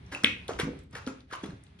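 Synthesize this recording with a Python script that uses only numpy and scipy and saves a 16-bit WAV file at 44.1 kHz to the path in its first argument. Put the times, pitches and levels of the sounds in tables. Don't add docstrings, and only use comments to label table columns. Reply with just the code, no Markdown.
import sys
import numpy as np
from scipy import signal
from scipy.fft import rfft, irfft, next_fast_len
from scipy.io import wavfile
from scipy.ndimage import map_coordinates

SR = 44100
rng = np.random.default_rng(int(sys.argv[2]) if len(sys.argv) > 2 else 0)


def output_pcm(signal):
    pcm = np.clip(np.atleast_2d(signal).T, -1, 1) * 32767
    wavfile.write(sys.argv[1], SR, np.round(pcm).astype(np.int16))


N = 79380

# time in seconds, level in dB.
RUMBLE_LEVEL = [(0, -48), (.2, -49.5), (.45, -47.5), (.65, -42), (.88, -50), (1.05, -51), (1.25, -55),
                (1.5, -55), (1.8, -53)]
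HISS_LEVEL = [(0, -63), (.1, -59), (.45, -58), (.8, -58.5), (.89, -73.5), (.95, -56), (1.2, -61),
              (1.27, -74.5), (1.33, -49.5), (1.62, -65.5), (1.8, -66.5)]
# frequency in Hz, relative density in dB.
RUMBLE_COLOUR = [(12, -41.5), (30, -23), (55, -1.5), (75, -1.5), (129, -7), (203, -13.5), (248, -16.5),
                 (359, -23.5), (397, -16.5), (600, -54.5), (780, -99), (1320, -120)]
HISS_COLOUR = [(290, -37), (500, 10), (1300, 7.5), (2280, 7), (2970, 3), (3440, 4), (7950, -17),
               (10100, -9.5), (12000, -70), (15600, -66), (22000, -120)]
# frequency in Hz, left-right likeness (1 is identical).
ALIKE = [(130, .99), (270, .88), (570, -.15), (1200, -.15), (2500, .1), (5000, 0)]

# start in seconds, level in dB, centre in Hz.
TICKS = [(0.063, -59, 5470), (0.235, -31, 6400), (0.4792, -42.5, 9000), (0.4803, -38.5, 3660),
         (.533, -42.5, 3200), (0.789, -53.5, 7270), (0.836, -64.5, 10100), (.909, -61, 8300),
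         (0.929, -61, 5060), (1.064, -38, 4030), (1.204, -52.5, 3927), (1.311, -53, 4020),
         (1.356, -52, 9400), (1.636, -53, 8150), (1.665, -54.5, 3460)]
TICK_Q, TICK_RISE_S, TICK_T60_S = 2, .002, .014

# frequency in Hz, time to fall 60 dB in seconds.
ROOM_DECAY = [(150, 0.41), (400, 0.44), (1040, 0.28), (2760, 0.38), (7280, 0.27)]
# frequency in Hz, level against the direct sound in dB.
ROOM_COLOUR = [(150, -8), (500, -6), (800, -4.5), (1200, 0.5), (1800, -6.5), (2550, -4), (3400, -12),
               (6000, -2), (10000, -14), (11500, -25)]
ROOM_GAP_S = 0.0045

# start in seconds, level in dB, mouth cavity start in Hz,
# cavity end in Hz, rise in seconds, 60 dB fade in seconds, treble against the cavity in dB.
SQUELCHES = [(.112, -44, 1730, 1300, 0.015, 0.32, 0.5), (0.232, -33, 1530, 1538, 0.0073, 0.04, -17),
             (0.48, -47.5, 1270, 1260, 0.0086, 0.38, 2.5), (.586, -31, 1660, 1790, 0.0083, 0.15, -5.5),
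             (.922, -57, 1300, 1600, 0.012, 0.2, -3), (0.948, -43.5, 1600, 1100, 0.0066, 0.27, -6.5),
             (1.06, -48.5, 1275, 1366, 0.019, 0.14, 3.5), (1.299, -56.5, 1634, 1280, 0.012, 0.26, -8.5),
             (1.316, -45, 1500, 1160, 0.018, 0.1, 0), (1.429, -50, 1650, 1270, 0.003, 0.29, 0.5),
             (1.786, -55.5, 2960, 2900, 0.005, 0.092, -16)]
# frequency in Hz, relative density in dB.
MUSH_COLOUR = [(290, 2.5), (500, 6.5), (688, 2), (1430, -13), (1550, -2.5), (1890, -32), (2400, -15),
               (6510, -8.5), (10500, -22), (12000, -38), (15600, -70), (22000, -120)]
CAVITY_Q, CAVITY_SLIDE_S = 2.87, 0.048
CLUMPS_PER_S, CLUMP_DB = 150, 4
BUBBLES_PER_S, BUBBLE_DB = 400, -1.5
BUBBLE_SPREAD_DB = 24
BUBBLE_HZ, BUBBLE_RANGE, BUBBLE_CYCLES = 2130, 3.8, 1

# start in seconds, level in dB, cavity in Hz, rise in seconds,
# 60 dB ring in seconds, crack against the ring in dB.
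SMACKS = [(0.122, -40, 1626, 0.0033, 0.086, -12), (0.1482, -24.5, 2657, 0.0012, 0.023, -8),
          (.2441, -4, 3300, .0008, .005, -18), (.2457, -4.5, 2350, .0007, .004, -14),
          (.236, -27, 1637, 0.0092, 0.086, -40), (0.2478, -19, 2830, 0.00065, 0.01, -30),
          (.261, -13.5, 2170, 0.00086, 0.0058, -36), (0.2622, -21, 3170, 0.001, 0.0032, -28),
          (0.5973, -23, 1560, 0.0025, 0.0066, -5), (0.601, -25.5, 3300, 0.00071, 0.015, -18),
          (0.615, -29, 1995, 0.0024, 0.0082, -36), (0.955, -41.5, 1680, 0.0074, 0.03, -17),
          (.956, -46, 2290, 0.0055, .04, -28), (0.979, -41, 1452, 0.003, 0.043, -15),
          (1.073, -41.5, 1430, 0.0033, 0.005, -0.5), (1.301, -50.5, 1660, 0.0047, 0.033, -26),
          (1.312, -40, 1337, 0.0018, 0.022, -26), (1.433, -43, 3370, 0.0095, 0.036, -7),
          (1.325, -37, 1620, 0.0013, 0.022, -14.5), (1.338, -36.5, 3020, 0.0017, 0.0093, -30),
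          (1.351, -39.5, 2900, 0.0022, 0.011, -31), (1.336, -32.5, 1036, 0.00068, 0.031, -19),
          (1.46, -47, 1610, 0.0022, 0.01, 0.5), (1.504, -46.5, 1610, 0.0034, 0.0088, -7),
          (1.351, -32.5, 1120, 0.0012, 0.013, -21)]
# frequency in Hz, relative density in dB.
CRACK_COLOUR = [(530, -65), (900, -54.5), (1470, -13.5), (3340, -3.5), (4190, 0), (4600, -32.5),
                (5000, -16), (6500, -18), (9870, -7), (11400, -27.5), (12000, -55.5), (15600, -81.5),
                (22000, -120)]
CRACK_T60_S = 0.0066

# start in seconds, level in dB, start pitch in Hz,
# end pitch in Hz, rise in seconds, 60 dB ring in seconds.
THUMPS = [(0.127, -38.5, 273, 272.3, 0.003, 0.081), (0.237, -20, 268, 230.6, 0.0069, 0.021),
          (.243, -25.5, 448, 429, 0.0027, 0.015), (0.491, -23, 548, 414, 0.0027, 0.025),
          (.499, -35.5, 914, 823, 0.0011, 0.023), (.515, -38.5, 272, 275.8, 0.0013, 0.43),
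          (0.547, -36.5, 68.7, 58, 0.005, 0.098), (.506, -30, 717, 698, 0.0029, 0.026),
          (.596, -22, 457, 410, 0.0038, 0.014), (0.63, -24, 232, 156.4, 0.0047, 0.033),
          (0.643, -30.5, 265.4, 270, 0.0025, 0.14), (0.668, -28, 280, 242.4, 0.0047, 0.052),
          (.678, -32, 451, 481, 0.0024, 0.075), (.686, -25, 260, 240.4, 0.0045, 0.02),
          (0.702, -32.5, 318.7, 276, 0.0044, 0.032), (.716, -47, 330, 303, 0.0052, .03),
          (0.733, -38.5, 485, 467, 0.0015, 0.025), (0.933, -39.5, 245.5, 203, 0.0027, 0.025),
          (.955, -42.5, 527, 478, 0.0042, .03), (0.943, -37, 118, 104, 0.0024, 0.038),
          (1.0666, -26, 282.7, 256.7, 0.0099, 0.035), (1.066, -37.5, 480, 432, 0.0032, 0.024),
          (1.094, -42, 435, 410, 0.006, 0.043), (1.09, -36.5, 282, 275, 0.0035, 0.044),
          (1.326, -33.5, 512, 410, 0.0025, 0.0075), (1.433, -26.5, 520, 212.5, 0.0067, 0.015),
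          (1.434, -35, 526, 403, 0.0038, 0.05), (1.455, -40, 417, 402, 0.0023, 0.051),
          (1.45, -38, 227, 206, 0.0064, 0.11), (1.487, -32, 213, 140.5, 0.0015, 0.068),
          (1.518, -43.5, 312, 282, 0.0066, 0.022), (1.531, -31, 124, 102.7, 0.0018, .04)]
GLIDE_S = 0.0027
UPPER_RATIO, UPPER_DB, UPPER_T60_S = 1.923, -12, 0.018

# start in seconds, level in dB.
TAPS = [(0.1472, -47.5), (0.2447, -30.5), (.262, -32)]
# frequency in Hz, level in dB, 60 dB ring in seconds.
BOWL_MODES = [(1723, -19.5, 0.16), (1911, -7.5, 0.28), (2203, -21, 0.18), (2174, -11, 0.11),
              (2570, -4, 0.13), (2482, 0.5, 0.24), (2573, -10, 0.35), (2774, -8.5, 0.28),
              (2998, -8.5, 0.31), (3870, -12, 0.15), (4156, -25, 0.37)]
BOWL_BLUR_HZ = 35

# frequency in Hz, left over right in dB.
LEFT_LOUDER = [(400, -.5), (700, -1), (1200, 2), (2200, 0), (3300, 4), (5500, 0), (9000, 2)]
# frequency in Hz, phase lead of the left in radians.
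LEFT_LEADS = [(200, -.1), (700, -.5), (1800, -.6), (2500, 1.7), (3300, 1.8), (5000, 1.2), (7000, 2.7),
              (9000, 2.2), (10500, .8)]
MIC_LOW_HZ = 41.7
TOP_HZ, TOP_SLOPE_HZ = 12200, 900


def amp(db):
    return 10 ** (np.asarray(db) / 20)


def unit(x):
    return x / np.sqrt(np.mean(x ** 2) + 1e-20)


def along(points, hz):
    f, value = np.transpose(points)
    return np.interp(np.log(hz + 1), np.log(f + 1), value)


def curve(rows):
    return amp(np.interp(np.arange(N) / SR, *np.transpose(rows)))


def filtered(x, response):
    n = x.shape[-1]
    padded = next_fast_len(n + 8192)
    spectrum = rfft(x, padded) * response(np.fft.rfftfreq(padded, 1 / SR))
    return irfft(spectrum, padded)[..., :n]


def noise(colour, size):
    return unit(filtered(rng.standard_normal(size), lambda hz: amp(along(colour, hz))))


def band(x, hz, q):
    def resonance(f):
        damping = 1j * f * hz / q
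        return damping / (hz * hz - f * f + damping)
    return unit(filtered(x, resonance))


def burst(t, rise, t60):
    attack = np.sin(np.pi / 2 * np.clip(t / rise, 0, 1)) ** 2
    return attack * amp(-60 * np.maximum(t - rise, 0) / abs(t60))


def add(track, s, sound):
    track[round(s * SR):][:len(sound)] += sound


def blank(seconds):
    return np.zeros(N + SR), np.arange(int(seconds * SR)) / SR


def spread(pair):
    def mid_side(hz):
        angle = np.arccos(np.clip(along(ALIKE, hz), -1, 1)) / 2
        return np.array([np.cos(angle), np.sin(angle)])
    mid, side = filtered(pair, mid_side)
    return np.array([mid + side, mid - side])


def background():
    rumble = curve(RUMBLE_LEVEL) * noise(RUMBLE_COLOUR, (2, N))
    hiss = curve(HISS_LEVEL) * noise(HISS_COLOUR, (2, N))
    return spread(rumble + hiss)


def ticks():
    out, t = blank(1 / 50)
    for s, db, hz in TICKS:
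        snap = band(rng.standard_normal(len(t)), hz, TICK_Q)
        snap = band(snap, hz, TICK_Q)
        add(out, s, amp(db) * burst(t, TICK_RISE_S, TICK_T60_S) * snap)
    return out[:N]


def room(x):
    out, step = np.zeros((2, N + SR)), SR // 8
    for at in range(0, N, step):
        hz, t, grid = signal.stft(rng.standard_normal((2, SR // 2)), SR, nperseg=256)
        decay = amp(-60 * t / along(ROOM_DECAY, hz)[:, None])
        tail = signal.istft(grid * decay, SR, nperseg=256)[1]
        tail = tail * np.clip(np.arange(tail.shape[1]) / SR / ROOM_GAP_S - .5, 0, 1)
        tail = tail / np.linalg.norm(tail[0])
        wet = signal.fftconvolve(x[None, at:at + step], tail, axes=1)
        out[:, at:at + wet.shape[1]] += wet
    return spread(filtered(out[:, :N], lambda hz: amp(along(ROOM_COLOUR, hz))))


def bubbles(n):
    draw = rng.random((int(BUBBLES_PER_S * n / SR), 4))
    t = np.arange(128) / SR
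    at = (draw[:, :1] * n).astype(int)
    size = amp(BUBBLE_SPREAD_DB * draw[:, 1:2])
    hz = BUBBLE_HZ * BUBBLE_RANGE ** (draw[:, 2:3] + draw[:, 3:] - 1)
    envelope = (t * hz) * np.exp(-3 * t * hz / BUBBLE_CYCLES)
    blips = size * np.sin(2 * np.pi * hz * t) * envelope
    places = (at + np.arange(len(t))).ravel()
    return unit(np.bincount(places, blips.ravel(), minlength=n)[:n])


def squelches():
    out, t = blank(1 / 4)
    slid = np.pi / 2 * np.clip(t / CAVITY_SLIDE_S, 0, 1)
    for s, db, start_hz, end_hz, rise, t60, treble_db in SQUELCHES:
        knots = rng.standard_normal(CLUMPS_PER_S)
        clumps = amp(CLUMP_DB * map_coordinates(knots, [t * CLUMPS_PER_S]))
        friction = clumps * rng.standard_normal(len(t))
        mouth = np.cos(slid) * band(friction, start_hz, CAVITY_Q)
        mouth += np.sin(slid) * band(friction, end_hz, CAVITY_Q)
        fizz = noise(MUSH_COLOUR, len(t)) + amp(BUBBLE_DB) * bubbles(len(t))
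        add(out, s, amp(db) * burst(t, rise, t60) * (mouth + amp(treble_db) * fizz))
    return out[:N]


def smacks():
    out, t = blank(1 / 20)
    for s, db, hz, rise, t60, crack_db in SMACKS:
        ring = burst(t, rise, t60) * np.sin(2 * np.pi * hz * t)
        crack = amp(crack_db) * burst(t, rise, CRACK_T60_S) * noise(CRACK_COLOUR, len(t))
        add(out, s, amp(db) * (ring + crack))
    return out[:N]


def thumps():
    out, t = blank(1 / 5)
    for s, db, start_hz, end_hz, rise, t60 in THUMPS:
        pitch = end_hz + (start_hz - end_hz) * np.exp(-t / GLIDE_S)
        phase = 2 * np.pi * np.cumsum(pitch) / SR
        body = burst(t, rise, t60) * np.cos(phase)
        upper = amp(UPPER_DB) * burst(t, rise, UPPER_T60_S) * np.cos(UPPER_RATIO * phase)
        add(out, s, amp(db) * (body + upper))
    return out[:N]


def taps():
    out, t = blank(1 / 3)
    for s, db in TAPS:
        for hz, mode_db, t60 in BOWL_MODES:
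            drift = np.cumsum(rng.standard_normal(len(t))) * np.sqrt(2 * np.pi * BOWL_BLUR_HZ / SR)
            ring = np.sin(2 * np.pi * (hz * t + rng.random()) + drift)
            level = amp(db + mode_db + rng.normal(0, 1.0))
            add(out, s, level * burst(t, .002, t60) * ring)
    return out[:N]


def at_ports(near):
    side = np.array([[.5], [-.5]])

    def ports(hz):
        return amp(side * along(LEFT_LOUDER, hz)) * np.exp(1j * side * along(LEFT_LEADS, hz))
    return filtered(np.array([near, near]), ports)


def scene():
    near = ticks() + squelches() + smacks() + thumps() + taps()
    return at_ports(near) + room(near) + background()


def record(dry):
    def response(hz):
        low_cut = (1j * hz / (MIC_LOW_HZ + 1j * hz)) ** 2
        top_cut = np.clip((TOP_HZ - hz) / TOP_SLOPE_HZ, 0, 1) ** 2
        return low_cut * top_cut
    return filtered(dry, response)


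dry = scene()
out = record(dry)
output_pcm(out)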